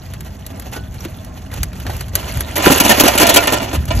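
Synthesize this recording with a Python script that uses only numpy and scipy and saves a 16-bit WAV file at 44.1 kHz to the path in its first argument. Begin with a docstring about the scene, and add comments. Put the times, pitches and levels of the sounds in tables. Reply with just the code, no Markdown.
"""On a small boat, close up, on a phone with two microphone ports. Water laps at the hull and wind buffets
the phone throughout. First a man picks at a net trap: twine rustles and snaps on crab shell. At about
2.5 s he shakes the net, and crabs tumble, clatter and scrape in a metal basin, whose ring their bodies
damp. The clatter thins out, and the strongest gust hits the microphone at the very end."""
import sys
import numpy as np
from scipy import signal
from scipy.fft import rfft, irfft
from scipy.io import wavfile
from scipy.ndimage import uniform_filter1d

SR = 44100
rng = np.random.default_rng(int(sys.argv[2]) if len(sys.argv) > 2 else 0)


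def dump_mix(stems):
    """Bounce the given channels to the path in sys.argv[1] as a 16-bit WAV at rate SR."""
    frames = np.atleast_2d(stems).T  # one column per channel
    limited = np.clip(frames, -1, 1)  # hard clip at full scale
    pcm = np.round(limited * 32767).astype(np.int16)
    wavfile.write(sys.argv[1], SR, pcm)


N = 176400
TIME = np.arange(N) / SR

# Crabs landing in the basin. Each row: start and hold in seconds, then thud, clack and tick levels in dB.
CRAB_BLOWS = [(2.556, 0.019, -32, -29, -20), (2.625, 0.031, -31, -17.5, -25), (2.659, 0.006, -24, -12, -21),
              (2.665, 0.0095, -1, -11.5, -17), (2.7, 0.024, -6, -13.5, -16), (2.72, 0.013, -28, -28, -12.5),
              (2.776, 0.011, -39, -20, -19), (2.8, 0.0089, -11.5, -10.5, -2.5),
              (2.837, .003, -34, -17, -18), (2.849, 0.015, -10.5, -19.5, -13.5),
              (2.892, 0.03, -9.5, -7, -9.5), (2.937, 0.014, -35, -19, -25),
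              (2.979, 0.0034, -11.5, -37, -40), (2.998, 0.01, -4, -9, 0.5), (3.039, 0.005, -9, -13, -17),
              (3.057, 0.0044, -8, -14.5, -21), (3.079, 0.0041, -15, -9, -5.5),
              (3.15, 0.0041, -10.5, -38, -32), (3.177, 0.0089, -28, -13, -9),
              (3.198, 0.037, -9.5, -12.5, -10.5), (3.268, 0.0055, -28, -15.5, -9),
              (3.29, 0.013, -19, -10, -7.5), (3.34, 0.0099, -17, -16.5, -9), (3.36, 0.015, -16, -3.5, -2.5),
              (3.430, 0.023, -23, -19, -30), (3.472, 0.0065, -22, -9, -14.5),
              (3.522, 0.022, -13.5, -15, -18), (3.617, 0.023, -23, -28, -30.5),
              (3.731, 0.031, -20, -28, -26.5), (3.878, 0.0092, -40, -29, -34),
              (3.905, 0.0031, -19.5, -14.5, -49), (3.949, 0.045, -33, -58, -33)]
# Legs scraping on the metal. Each row: time in seconds, level in dB.
SCRAPE_LEVEL = [(2.1, -85), (2.17, -37.5), (2.54, -35.5), (2.58, -21.5), (2.72, -24), (2.78, -27.5),
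                (2.87, -18.5), (3.1, -31), (3.24, -14.5), (3.4, -31.5), (3.56, -25.5), (3.75, -27.5),
                (3.82, -50), (4, -29.5)]
# The basin's modes. Each row: frequency in Hz, relative level in dB, seconds to fall 60 dB.
BASIN_MODES = [(261, 4, 0.066), (294, -6, 0.26), (595, -0.5, .12), (685, -1.5, 0.18), (750, -0.5, 0.1),
               (1026, -4, 0.25), (1268, -10.5, 0.16), (1389, -1, 0.19), (1533, -4.5, 0.15),
               (1826, 2.5, 0.16), (2316, 0.5, 0.11), (2486, -2, 0.11), (2610, 0, .11), (2906, 0, 0.088),
               (3310, 6.5, 0.052)]
# How hard the net is rubbed. Each row: time in seconds, level in dB.
RUSTLE_LEVEL = [(0, -42), (.15, -46), (.3, -49.5), (.48, -43), (.69, -43), (.735, -33.5), (.772, -34),
                (.80, -44), (1.02, -43.5), (1.15, -42.5), (1.49, -45.5), (1.54, -29), (1.68, -46),
                (1.8, -39), (1.88, -36.5), (2.0, -40), (2.13, -43.5), (2.17, -29.5), (2.41, -31.5),
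                (2.55, -33), (2.57, -18), (3.3, -17.5), (3.6, -29), (3.83, -38.5), (4, -30)]
# Twine and claws snapping. Each row: start in seconds, level in dB, dull knock in dB relative to that.
TWINE_SNAPS = [(0.136, -31.5, -1.5), (0.206, -27.5, -11.5), (0.247, -40, -7), (0.4641, -24, -32),
               (.597, -25, -19), (.621, -35, -6), (0.763, -36.5, 8), (0.942, -36, -9), (1.004, -36, -5),
               (1.049, -31, 3), (1.246, -32.5, -14), (1.515, -37, 1), (1.539, -25.5, -6.5),
               (1.631, -12, -17.5), (1.73, -40.5, 4.5), (1.800, -30.5, -1.5), (1.865, -35.5, 10.5),
               (1.899, -33.5, 4), (1.965, -25.5, -27), (2.008, -22, -5), (2.082, -35, -2),
               (2.1532, -5, -18), (2.353, -42, 1), (2.371, -23.5, -8), (2.406, -14.5, -9.5),
               (3.854, -26, -22)]
# Knocks on shell, basin or hull, and the trap's wire frame ringing as twine drags over it. 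Each row: start in
# seconds, pitch in Hz, level in dB, seconds to fall 60 dB.
PITCHED_KNOCKS = [(.755, 1484, -32, 0.32), (0.771, 400, -22.5, 0.031), (1.008, 5700, -26.5, 0.029),
                  (1.055, 333, -17, 0.062), (1.897, 760, -15, 0.027), (2.661, 1510, 5, 0.0091),
                  (2.668, 360, 15, 0.025), (2.703, 266, 1, 0.055), (2.912, 1825, -6, 0.091),
                  (3.038, 303, 1, 0.036), (3.081, 725, -6, 0.093), (3.369, 3200, 5, 0.029),
                  (3.379, 1426, -16.5, 0.25), (3.909, 642, -14, 0.062)]
# Net and water bumping the hull. Each row: start in seconds, hold in seconds, level in dB.
HULL_BUMPS = [(0.501, 0.086, -37), (0.761, 0.01, -32), (1.05, 0.0078, -39), (1.854, 0.047, -32.5)]
# Wind on the microphone. Each row: time in seconds, level in dB.
WIND_LEVEL = [(0, -31.5), (.21, -27.5), (.4, -33.5), (.9, -28), (1.2, -33), (1.5, -31), (1.62, -18.5),
              (1.73, -32), (1.9, -22), (2.06, -27), (2.16, -23.5), (2.3, -29), (2.38, -18), (2.46, -28.5),
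              (2.9, -25.5), (3.72, -28.5), (3.78, -13.5), (3.86, -21.5), (3.93, -18.5), (3.98, -12.5),
              (4, -6)]

# The spectrum of each sound. Each row: frequency in Hz, relative level in dB.
THUD_SPECTRUM = [(50, -20.5), (165, -5.5), (250, 0), (370, -3), (500, -6.5), (750, -6), (1500, -19),
                 (6000, -68)]
CLACK_SPECTRUM = [(100, -25), (400, 1.5), (680, 3.5), (900, 2.5), (1200, -3.5), (1800, -4.5), (2150, -2),
                  (2800, 0), (3400, -5.5), (4500, -9.5), (8000, -15), (15000, -53)]
TICK_SPECTRUM = [(500, -30.5), (2500, 1.5), (4000, -2), (6300, 0), (8800, -0.5), (12000, 0), (16000, -12)]
NET_SPECTRUM = [(100, -11), (300, 5.5), (750, 5.5), (1100, -1.5), (1550, 0.5), (2100, -1), (3000, -2.5),
                (4500, -6.5), (6500, -6), (9000, -13), (13000, -6.5), (16000, -30)]
SNAP_SPECTRUM = [(200, -8), (1500, -9.5), (4000, -3), (6300, 0), (8800, 2), (12000, 3.5), (16000, -1)]
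DULL_KNOCK_SPECTRUM = [(100, -8), (350, -2.5), (800, 0.5), (1500, 4), (2700, -0.5), (5000, -3),
                       (12000, -17)]
WATER_SPECTRUM = [(60, -2), (200, 8), (400, -8), (700, -4.5), (1200, -13), (3000, -26), (7000, -27),
                  (12000, -45), (15000, -58)]
WIND_SPECTRUM = [(15, -31), (30, -40), (48, -4.5), (65, -1), (90, -2.5), (125, -8.5), (200, -21),
                 (400, -33.5), (1500, -78.5)]

# Phase between the microphone ports. Each row: frequency in Hz, lead of the left port in radians.
PORT_LEAD = [(0, 0), (950, -1.2), (1380, 0.1), (1890, 0.0), (2580, 0.6), (3530, 0.1), (4130, 1.0),
             (5000, 2.8), (5770, 6.2), (6800, 6.5), (8350, 8.9), (10200, 9.7), (12600, 12.5), (15200, 12.7)]
# Balance between the ports. Each row: frequency in Hz, left minus right in dB.
PORT_TILT = [(60, 0), (380, -0.5), (700, -5.5), (1200, -6.5), (1900, 1), (2400, 0), (15000, 0.5)]
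# The resonance of both ports. Each row: frequency in Hz, gain in dB.
PORT_RESONANCE = [(0, 0), (8000, 0), (9800, 1), (10500, 4), (11400, 6), (12200, 1), (13000, -9),
                  (14000, -14), (16000, -15)]


def crabs():
    """Bodies thud, shells clack, claws tick and legs scrape; shells and bodies ring the basin."""
    start, hold, thud_db, clack_db, tick_db = np.array(CRAB_BLOWS).T
    thuds = bursts(contacts(per_s=1500, spread_db=7.5), zip(start, hold, thud_db), release_s=0.0055)
    clacks = bursts(contacts(per_s=900, spread_db=6), zip(start, hold, clack_db), release_s=0.01)
    ticks = bursts(contacts(per_s=2800, spread_db=0), zip(start, hold, tick_db), release_s=0.0047)
    pressure = follow(SCRAPE_LEVEL)
    scrape = contacts(per_s=400, spread_db=3.5) * undb(2 * wander(per_s=50)) * pressure
    jostle = contacts(per_s=400, spread_db=-2) * pressure
    shells = colour(clacks + scrape, CLACK_SPECTRUM)
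    bodies = colour(thuds + undb(-3.5) * jostle, THUD_SPECTRUM)
    claws = colour(ticks, TICK_SPECTRUM)
    direct = undb(-5.5) * shells + undb(-3) * bodies + claws
    reflections = undb(-4.5) * tail(shells, t60_s=0.05)
    return direct + reflections + basin(shells + undb(-9.5) * bodies)


def basin(push):
    """The damped metal rings briefly in its main modes, with a shimmer of many weak ones."""
    t = TIME[:SR // 2]
    modes = sum(undb(db - 60 * t / t60_s) * np.sin(2 * np.pi * (hz * t + rng.random()))
                for hz, db, t60_s in BASIN_MODES)
    return undb(-13.5) * through(push, modes) + undb(-10.5) * tail(push, t60_s=0.098)


def net():
    """Twine rubs over twine and shell in small uneven slips, with tiny pitched ticks."""
    rubbing = follow(RUSTLE_LEVEL)
    slips = unit_rms(contacts(per_s=2500, spread_db=-0.5) * undb(5 * wander(per_s=45))) * rubbing
    ticks = pings(per_s=220, spread_db=16) * rubbing
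    rustle = undb(-2) * colour(slips, NET_SPECTRUM) + undb(-8) * ticks
    return undb(1) * rustle + undb(-4.5) * tail(rustle, t60_s=0.066)


def pings(per_s, spread_db, low_hz=1188, high_hz=12180, decay_cycles=4.5, candidates=2400):
    """Leg tips and knots tick at random, each at its own pitch; rms 1."""
    out = np.zeros(N + SR)
    t = TIME[:SR // 40]
    for when, pitch, size, chance in rng.random((candidates, 4)):
        if chance < per_s * N / SR / candidates:
            hz = low_hz * (high_hz / low_hz) ** pitch
            ring = np.sin(2 * np.pi * hz * t) * np.exp(-hz * t / decay_cycles)
            i = int(when * N)
            out[i:i + len(t)] += undb(spread_db * size ** 2) * np.sqrt(hz) * ring
    return unit_rms(out[:N])


def snaps(hold_s=0.0023):
    """Twine and claws snap: a sharp crack with a duller knock, scattered by the boat's sides."""
    grain = contacts(per_s=6500, spread_db=3.5)
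    crack = bursts(grain, [(s, hold_s, db) for s, db, _ in TWINE_SNAPS], release_s=0.0031)
    knock = bursts(grain, [(s, hold_s, db + dull) for s, db, dull in TWINE_SNAPS], release_s=0.0098)
    direct = colour(crack, SNAP_SPECTRUM) + colour(knock, DULL_KNOCK_SPECTRUM)
    return direct + undb(-12) * tail(direct, t60_s=0.039)


def knocks():
    """Now and then a hard contact sounds one short resonance of shell, basin or hull, and twine dragged over
    the trap's wire frame sets it ringing."""
    out = np.zeros(N + SR)
    t = TIME[:SR // 4]
    for start, hz, db, t60_s in PITCHED_KNOCKS:
        i = int(start * SR)
        out[i:i + len(t)] += undb(db - 60 * t / t60_s) * np.sin(2 * np.pi * hz * t)
    return out[:N]


def water():
    """Behind the handling, ripples wash along the hull, with a few soft bumps."""
    ripples = rng.standard_normal(N) * undb(1.03 * wander(per_s=9.88))
    bumps = bursts(contacts(per_s=2500, spread_db=2.5), HULL_BUMPS, release_s=0.031)
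    lapping = undb(-39) * colour(ripples, WATER_SPECTRUM) + colour(bumps, THUD_SPECTRUM)
    return lapping + undb(-4) * tail(lapping, t60_s=0.1)


def wind():
    """Eddies right on the microphone make a low buffeting, nearly the same at both ports."""
    shared = rng.standard_normal(N)
    per_port = undb(-18) * rng.standard_normal((2, N))
    eddies = colour(shared + per_port, WIND_SPECTRUM)
    running_rms = np.sqrt(uniform_filter1d(np.mean(eddies ** 2, axis=0), size=4000))
    return eddies / running_rms * follow(WIND_LEVEL)


def microphone_ports(sound):
    """The phone's two ports resonate alike, but each hears with its own phase and level."""
    hz = np.fft.rfftfreq(2 * N, 1 / SR)
    lead = np.interp(hz, *np.array(PORT_LEAD).T)
    tilt_db = np.interp(hz, *np.array(PORT_TILT).T)
    resonance_db = np.interp(hz, *np.array(PORT_RESONANCE).T)
    side = np.array([[0.5], [-0.5]])  # left, right
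    response = np.exp(1j * side * lead) * undb(resonance_db + side * tilt_db)
    return irfft(rfft(sound, 2 * N) * response)[:, :N]


def contacts(per_s, spread_db):
    """Tiny impacts at random times, their sizes scattered by spread_db; rms 1."""
    size = undb(spread_db * np.clip(rng.standard_normal(N), -2, 2))
    sign = rng.choice([-1, 1], N)
    return unit_rms(size * sign * (rng.random(N) < per_s / SR))


def bursts(grain, rows, release_s, attack_s=0.00067):
    """Short clatters cut from a stream of contacts. Each row: start and hold in seconds, level in dB."""
    out = np.zeros(N)
    for start, hold, db in rows:
        i = int(start * SR)
        t = TIME[:min(SR // 4, N - i)]
        envelope = np.minimum(t / attack_s, 1) * np.exp(-np.maximum(t - hold, 0) / release_s)
        burst = envelope * grain[i:i + len(t)]
        energy_gain = np.sqrt(np.sum(envelope ** 2) / (np.sum(burst ** 2) + 1e-9))
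        out[i:i + len(t)] += undb(db) * energy_gain * burst
    return out


def tail(x, t60_s):
    """A dense, dying ring, different at each port."""
    t = TIME[:SR // 2]
    return through(x, rng.standard_normal((2, len(t))) * undb(-60 * t / t60_s))


def colour(x, spectrum, size=8192):
    """Give a sound a spectrum, with minimum phase so that nothing rings ahead of a hit."""
    hz, db = np.array(spectrum).T
    log_hz = np.log(np.fft.rfftfreq(size, 1 / SR) + 1)
    gain = undb(np.interp(log_hz, np.log(hz), db))
    cepstrum = irfft(np.log(gain))
    cepstrum[1:size // 2] *= 2
    cepstrum[size // 2 + 1:] = 0
    return through(x, irfft(np.exp(rfft(cepstrum))))


def through(x, response):
    """Pass a sound through an impulse response scaled to unit energy."""
    response = np.atleast_2d(response)
    response = response / np.sqrt(np.sum(response ** 2, axis=-1, keepdims=True))
    return signal.fftconvolve(np.atleast_2d(x), response, axes=-1)[:, :N]


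def wander(per_s):
    """A random drift with a spread near 1."""
    points = rng.standard_normal(2048)
    return np.interp(TIME * per_s, np.arange(len(points)), points)


def follow(curve):
    """Gain along a curve. Each row: time in seconds, level in dB."""
    return undb(np.interp(TIME, *np.array(curve).T))


def unit_rms(x):
    """Scale to rms 1."""
    return x / np.sqrt(np.mean(x ** 2))


def undb(db):
    """Decibels to gain."""
    return 10 ** (np.asarray(db) / 20)


def scene():
    """The work on deck, the water and the wind, as they reach the close phone."""
    return microphone_ports(net() + snaps() + knocks() + crabs() + water() + wind())


def record(dry, top_hz=15700):
    """The phone rounds off the loudest peaks and cuts the top."""
    limited = dry / (1 + dry ** 6) ** (1 / 6)
    lowpass = signal.ellip(10, 0.2, 70, top_hz, fs=SR, output="sos")
    return signal.sosfilt(lowpass, limited)


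dry = scene()
out = record(dry)
dump_mix(out)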